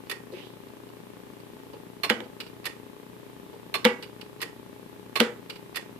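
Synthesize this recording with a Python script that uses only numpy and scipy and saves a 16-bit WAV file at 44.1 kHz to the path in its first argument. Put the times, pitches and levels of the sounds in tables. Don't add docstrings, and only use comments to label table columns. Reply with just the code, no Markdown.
import sys
import numpy as np
from scipy import signal
from scipy.fft import rfft, irfft, next_fast_len
from scipy.io import wavfile
from scipy.ndimage import uniform_filter1d, map_coordinates

SR = 44100
rng = np.random.default_rng(int(sys.argv[2]) if len(sys.argv) > 2 else 0)


def log_audio(samples):
    frames = np.atleast_2d(samples).T
    limited = np.clip(frames, -1, 1)
    pcm = np.round(limited * 32767).astype(np.int16)
    wavfile.write(sys.argv[1], SR, pcm)


def elevation(decibels):
    levels = np.asarray(decibels, float)
    return 10 ** (levels / 20)


N = 264159

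TOP_HZ = 14550
# ball leaves its notch (leave_s), clips the next edge (clip_s), drops home (drop_s)
TURNS = [
    (2.033, 2.0938, 2.099),
    (3.740, 3.8448, 3.8506),
    (5.155, 5.198, 5.2024),
]
# crack_db, rattle_db, rocking_db, panel_ring_db
FORCES = [
    (-9.5, -22, -4.5, -32),
    (-5.5, -20.5, 12.5, -24),
    (-3.5, -20.5, 8.5, -33),
]
# pitch_hz, width_hz, level_db
NOTCH = [(1420, 420, 3.5), (2000, 720, 4.5), (2700, 700, 5), (3430, 1500, 0.5), (5050, 1260, -3.5),
         (5570, 310, -7)]
# pitch_hz, width_hz, level_db
ROCKING = [(231, 32, 1.1), (488.2, 21, 4.8)]


def unit(x):
    return x / np.sqrt(np.mean(x ** 2) + 1e-20)


def along(points, hz):
    point_hz, value = np.transpose(points)
    return np.interp(np.log(hz + 1), np.log(point_hz + 1), value)


def filtered(x, response):
    size = next_fast_len(N + SR // 2)
    return irfft(rfft(x, size) * response(np.fft.rfftfreq(size, 1 / SR)), size)[..., :N]


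def high_pass(f, hz, q):
    return -f * f / (hz * hz - f * f + 1j * f * hz / q)


def body(modes):
    def response(f):
        total = 0
        for k, (hz, width_hz, db) in enumerate(modes):
            resonance = 1j * f * width_hz / (hz * hz - f * f + 1j * f * width_hz)
            total = total + (-1) ** k * elevation(db) * resonance
        return total / np.sqrt(np.mean(abs(total) ** 2))
    return response


def ports(hz, alike):
    turn = np.arccos(np.clip(along(alike, hz), -1, 1)) / 2
    return np.array([[np.cos(turn), np.sin(turn)], [np.cos(turn), -np.sin(turn)]])


def wobble(rate):
    return map_coordinates(rng.standard_normal(int(N * rate / SR) + 4), [np.arange(N) * rate / SR])


def air():
    # pitch_hz, level_db per Hz
    rush_colour = [(30, -29), (60, -10), (100, -9.5), (200, -3), (300, -3.5), (420, -6.5), (650, -10),
                   (900, -14.5), (1500, -17), (2800, -19), (4500, -26), (6500, -29), (10000, -27),
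                   (14400, -25.5)]
    # pitch_hz, likeness (0 to 1)
    rush_alike = [(60, 0.58), (250, 0.41), (600, 0.16), (1500, 0), (8000, 0)]
    # pitch_hz, level_db, unsteadiness_hz
    hum_tones = [(118.7, -59, 1.92), (180.4, -61, 5.44), (238, -63, 1.74), (277.6, -60, 7.75),
                 (373, -72.5, 0.88), (411, -55, 5.89), (864, -64.5, 5.93)]
    t = np.arange(N) / SR

    def colour(hz):
        return elevation(along(rush_colour, hz)) * (hz < TOP_HZ) * ports(hz, rush_alike)

    rush = unit(filtered(rng.standard_normal((2, N)), colour).sum(axis=1))
    rush_level = elevation(-50.5 + 0.4 * wobble(2.87))
    tones = 0
    for hz, db, unsteady_hz in hum_tones:
        level = elevation(db + 2.5 + 1.5 * wobble(10))
        cycles = hz * t + np.cumsum(unsteady_hz * wobble(12)) / SR
        tones = tones + level * np.sin(2 * np.pi * cycles)
    return rush_level * rush + tones * elevation([[.3], [-.3]])


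def interference():
    # pitch_hz, level_db
    whine_tones = [(10250, -80), (13500, -83)]
    rate_hz, start_s, length_s = 30.0475, .0036, .00142
    t = np.arange(N) / SR
    square = 1.0 * ((t - start_s) * rate_hz % 1 < length_s * rate_hz)

    def input_stage(f):
        return high_pass(f, 186, 0.45) * high_pass(f, 110, 0.56) / (1 + 1j * f / 1300) ** 2

    pulse = elevation(-24.5 + 0.19 * wobble(39)) * filtered(square, input_stage)
    whine = sum(elevation(db) * np.sin(2 * np.pi * hz * t) for hz, db in whine_tones)
    return np.array([pulse + whine, -elevation(-22.0) * pulse])


def swipe():
    # start_s, centre_hz, level_db
    slide = [
        (.31, 2400, -88),
        (.34, 2500, -51.5),
        (.39, 2640, -48),
        (.45, 3200, -54),
        (.52, 3500, -63),
        (.6, 3600, -70),
    ]
    hz, t, noise = signal.stft(rng.standard_normal((2, N)), SR, nperseg=256)
    point_s, centre_hz, db = np.transpose(slide)
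    friction = 1 / (1 + ((hz[:, None] - np.interp(t, point_s, centre_hz)) / 650) ** 2)
    rustle = 0.16 / (1 + ((hz[:, None] - 4000) / 1500) ** 2)
    shaped = noise * (friction + rustle) * elevation(np.interp(t, point_s, db))
    return 4 * signal.istft(shaped, SR, nperseg=256)[1][:, :N]


def even(spectrum, bins):
    return spectrum / np.sqrt(abs(uniform_filter1d(abs(spectrum) ** 2, size=bins)) + 1e-20)


def tail(hz, size):
    # pitch_hz, decay_s
    room_decay = [(200, 0.46), (500, 0.44), (1200, 0.35), (2500, 0.26), (3500, 0.24), (4100, .18),
                  (7000, 0.33), (13000, 0.083)]
    f, t, noise = signal.stft(rng.standard_normal((2, SR // 3)), SR, nperseg=256)
    echo = signal.istft(noise * elevation(-60 * t / along(room_decay, f)[:, None]), SR, nperseg=256)[1]
    late_echo = np.pad(echo, ((0, 0), (250, 0)))
    return even(rfft(late_echo, size), bins=60) * np.sqrt(along(room_decay, hz) / 0.31)


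def contacts(rows, frame, ring):
    # pitch_hz, width_hz, level_db
    fizz = [(6700, 1100, -0.5), (7700, 2250, -1.5), (10550, 2100, 3), (11700, 2300, 1.5),
            (15200, 1200, 0.5)]
    # pitch_hz, width_hz, level_db
    case = [(266, 61, -9), (375, 77, 3), (461, 34, 6.5), (561, 33, 0.5), (818, 89, -4.5), (885, 70, 1)]
    # pitch_hz, likeness (0 to 1)
    near_alike = [(200, 1), (600, 0.62), (1200, 0.33), (3000, 0.2), (8000, 0.11)]
    # pitch_hz, likeness (0 to 1)
    far_alike = [(200, 0.85), (700, 0.8), (2000, 0.04)]
    out, t, size = np.zeros((2, N + SR)), np.arange(SR // 10) / SR, 2 ** 15
    hz = np.fft.rfftfreq(size, 1 / SR)
    parts = [body(modes)(hz) for modes in (frame, fizz, case, ring)]
    near, far = ports(hz, near_alike), ports(hz, far_alike)
    for start_s, db, length_s, fizz_db, thump_db, ring_db in rows:
        unevenness = elevation(3.1 * np.minimum(rng.standard_exponential(len(t)), 4))
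        blows = rng.standard_normal((2, len(t))) * unevenness
        lengths_s = (length_s, length_s, length_s + 0.0081, length_s)
        sound = 0
        for part, rel_db, d in zip(parts, (0, fizz_db, thump_db, ring_db), lengths_s):
            rise = np.minimum(t / min(0.6 * d, .0012), 1)
            shape = rise * np.exp(-((t - 0.22 * d) / d) ** 2)
            level = elevation(db + rel_db) * np.linalg.norm(shape)
            sound = sound + part * level * even(rfft(shape * blows, size), bins=90)
        direct = (near * sound).sum(axis=1)
        echo = elevation(-9) * (far * sound * tail(hz, size)).sum(axis=1)
        out[:, round(start_s * SR):][:, :size // 2] += irfft(direct + echo, size)[:, :size // 2]
    return out[:, :N]


def hand():
    # start_s, level_db, length_s, thump_db
    touches = [
        (0.32, -34.5, 0.016, -14),
        (.365, -43.5, .023, -9),
        (1.733, -44.5, 0.0046, 6),
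        (3.532, -58.5, 0.0092, 13.5),
    ]
    # pitch_hz, width_hz, level_db
    palm = [(372, 24, 18.5), (547, 130, 2), (2500, 1900, -33), (4200, 1000, -17)]
    rows = [(s, db, length_s, -31, thump_db, -41) for s, db, length_s, thump_db in touches]
    return contacts(rows, palm, ROCKING)


def loose_parts():
    # start_s, level_db, length_s
    ticks = [(0.061, -58, 0.026), (0.685, -45, 0.0016), (0.889, -48, 0.0025), (1.4, -52, 0.0068),
             (1.731, -52, 0.014), (2.236, -55, 0.018), (2.401, -32.5, 0.013), (2.463, -47, 0.013),
             (3.532, -58, 0.0073), (4.024, -37, 0.015), (4.211, -37.5, 0.0077), (5.497, -32, 0.0097),
             (5.555, -45.5, 0.014)]
    # pitch_hz, width_hz, level_db
    shaft = [(1370, 350, 6.2), (2460, 740, 13.7), (2720, 350, 14.5), (3320, 170, 1.3), (4050, 130, 6.8),
             (4400, 2140, 6.1)]
    # pitch_hz, width_hz, level_db
    collar = [(2480, 210, 5.3), (2960, 80, 2.6), (4520, 690, 2.7)]
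    return contacts([(*tick, -13.5, -13.5, 1.5) for tick in ticks], shaft, collar)


def relays():
    # start_s, level_db, scrape_db, rebound_delay_s, rebound_db
    closings = [
        (.096, -32, -31, 0.016, 1.5),
        (2.654, -30, -13, .010, -2),
        (4.415, -30.5, -12, .010, -1),
        (5.757, -30, -12.5, .010, -1.5),
    ]
    # pitch_hz, width_hz, level_db
    reed = [(1140, 440, -0.5), (1980, 310, -9.5), (2400, 480, 2.5), (3036, 390, 0), (3480, 107, 7),
            (4480, 740, -1), (5330, 160, -2), (5800, 350, -13.5)]
    # pitch_hz, width_hz, level_db
    armature = [(1820, 120, -1), (1874, 85, 16.5), (2620, 140, -6), (3420, 160, 2)]
    rows = []
    for s, db, scrape_db, delay_s, rebound_db in closings:
        rows.append((s - .012, db + scrape_db, 0.013, -12, -39, -4))
        rows.append((s, db, 0.009, -3, -15.5, -8))
        rows.append((s + delay_s, db + rebound_db, 0.0097, -6, -10.5, 0.77))
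    return contacts(rows, reed, armature)


def panel():
    # pitch_hz, level_db, decay_s (time to fall by 60 dB)
    panel_modes = [(1100, -9, 0.27), (1163, -6, 0.62), (1390, -8, 0.29), (1536, -7, 0.47), (1670, -6, 0.34),
                   (1900, -2, 0.17), (1965, 1, 0.4), (2218, -1, 0.3), (2410, -5.5, 0.24), (2750, -4, 0.24),
                   (2960, 4, 0.15), (3100, -14, 0.26), (3300, -11, .26), (3450, 4, 0.069)]
    scatter_db, split_hz = 2.5, 14
    out, t = np.zeros((2, N + SR)), np.arange(SR // 3) / SR
    hz, level_db, decay_s = np.transpose(panel_modes)[:, :, None]
    for (_, _, drop_s), (_, _, _, ring_db) in zip(TURNS, FORCES):
        chance, phase = rng.standard_normal((2, 2, len(panel_modes), 1))
        fading = elevation(level_db + scatter_db * chance - 60 * t / np.clip(decay_s, .05, .3))
        ring = fading * np.sin(2 * np.pi * hz * t + 3 * phase)
        ring = ring * np.cos(2 * np.pi * split_hz * (1 + abs(phase)) * t + chance)
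        onset = 1 - np.exp(-t / 0.00067)
        out[:, round(drop_s * SR):][:, :len(t)] += elevation(ring_db) * ring.sum(axis=1) * onset
    return out[:, :N]


def rocking():
    # pitch_hz, width_hz, level_db
    feet = [(225, 12.4, 3.5), (253.3, 8, -4.5), (386.5, 9.1, -8.5), (411, 11, -12.5), (474, 7.7, 2),
            (500, 14, 4.5), (640, 8.4, -14), (830, 8.1, -7), (867, 17, -10.5), (964, 6.7, -9)]
    blow, push = np.zeros(N), np.zeros(N)
    for (_, _, drop_s), (crack_db, _, rocking_db, _) in zip(TURNS, FORCES):
        blow[round((drop_s + .0003) * SR)] = elevation(crack_db + 9.5)
        push[round(drop_s * SR)] = elevation(rocking_db)
    return filtered(blow, body(NOTCH)) + filtered(push, body(feet))


def detent():
    edge_levels = [-23, -20, -22]
    # start_s, level_db, length_s
    settling = [(2.2035, -28, .002)]
    # pitch_hz, width_hz, level_db
    plate = [(656, 130, 5.5), (1210, 490, 6.5), (1500, 300, 6), (2300, 480, 7), (2970, 300, 5.5),
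             (3500, 150, 5), (4180, 160, -2), (5230, 190, -0.5)]
    # pitch_hz, width_hz, level_db
    spring = [(1092, 69, -3), (2600, 43, -26), (4290, 57, -6)]
    # pitch_hz, width_hz, level_db
    stop = [(910, 170, 6), (1240, 19, 9), (1400, 320, 3), (2200, 630, 1), (2376, 63, 3.5), (2870, 270, 1.5),
            (3130, 640, 4), (4380, 480, -13.5), (4700, 190, -17)]
    rattle_drive = (-38, -8.5, 1)  # fizz, thump and ring in dB
    ride, strike, rattle = [], [], []
    for (leave_s, clip_s, drop_s), (crack_db, rattle_db, _, _), edge_db in zip(TURNS, FORCES, edge_levels):
        ride.append((leave_s, -25, 0.018, -10, -12, -1))
        strike.append((clip_s, edge_db, .0036, -14, -9, -55))
        strike.append((drop_s, crack_db, 0.0012, -10.5, -20.5, -22))
        rattle.append((drop_s + 0.001516, rattle_db, 0.012, *rattle_drive))
    rattle += [(*row, *rattle_drive) for row in settling]
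    return contacts(ride, plate, spring) + contacts(rattle, stop, ROCKING) + contacts(strike, NOTCH, ROCKING)


def knob():
    together = detent() + rocking() + panel() + relays() + loose_parts() + hand()
    return filtered(together, lambda f: high_pass(f, 130, 1 / 1.4))


def scene():
    # pitch_hz, left minus right level_db
    side_levels = [(300, 0.5), (700, 3.5), (1300, -6.5), (2400, -7.5), (4500, -8), (8000, -1), (14000, -4)]

    def facing(hz):
        lag = np.exp(-1j * np.pi * hz * np.array([[2], [-2]]) / SR)
        return elevation(along(side_levels, hz) * np.array([[.5], [-.5]])) * lag

    return filtered(knob() + swipe(), facing) + air() + interference()


def roll_off(x):
    return signal.sosfilt(signal.butter(12, 15960, fs=SR, output="sos"), x)


def record(dry):
    clipped = dry / (1 + abs(dry / .93) ** 8) ** (1 / 8)

    def band_limit(hz):
        return elevation(np.interp(hz, [TOP_HZ - 50, TOP_HZ + 150, 15900, 16100], [0, -22, -30, -100]))

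    return roll_off(filtered(clipped, band_limit))


dry = scene()
out = record(dry)
log_audio(out)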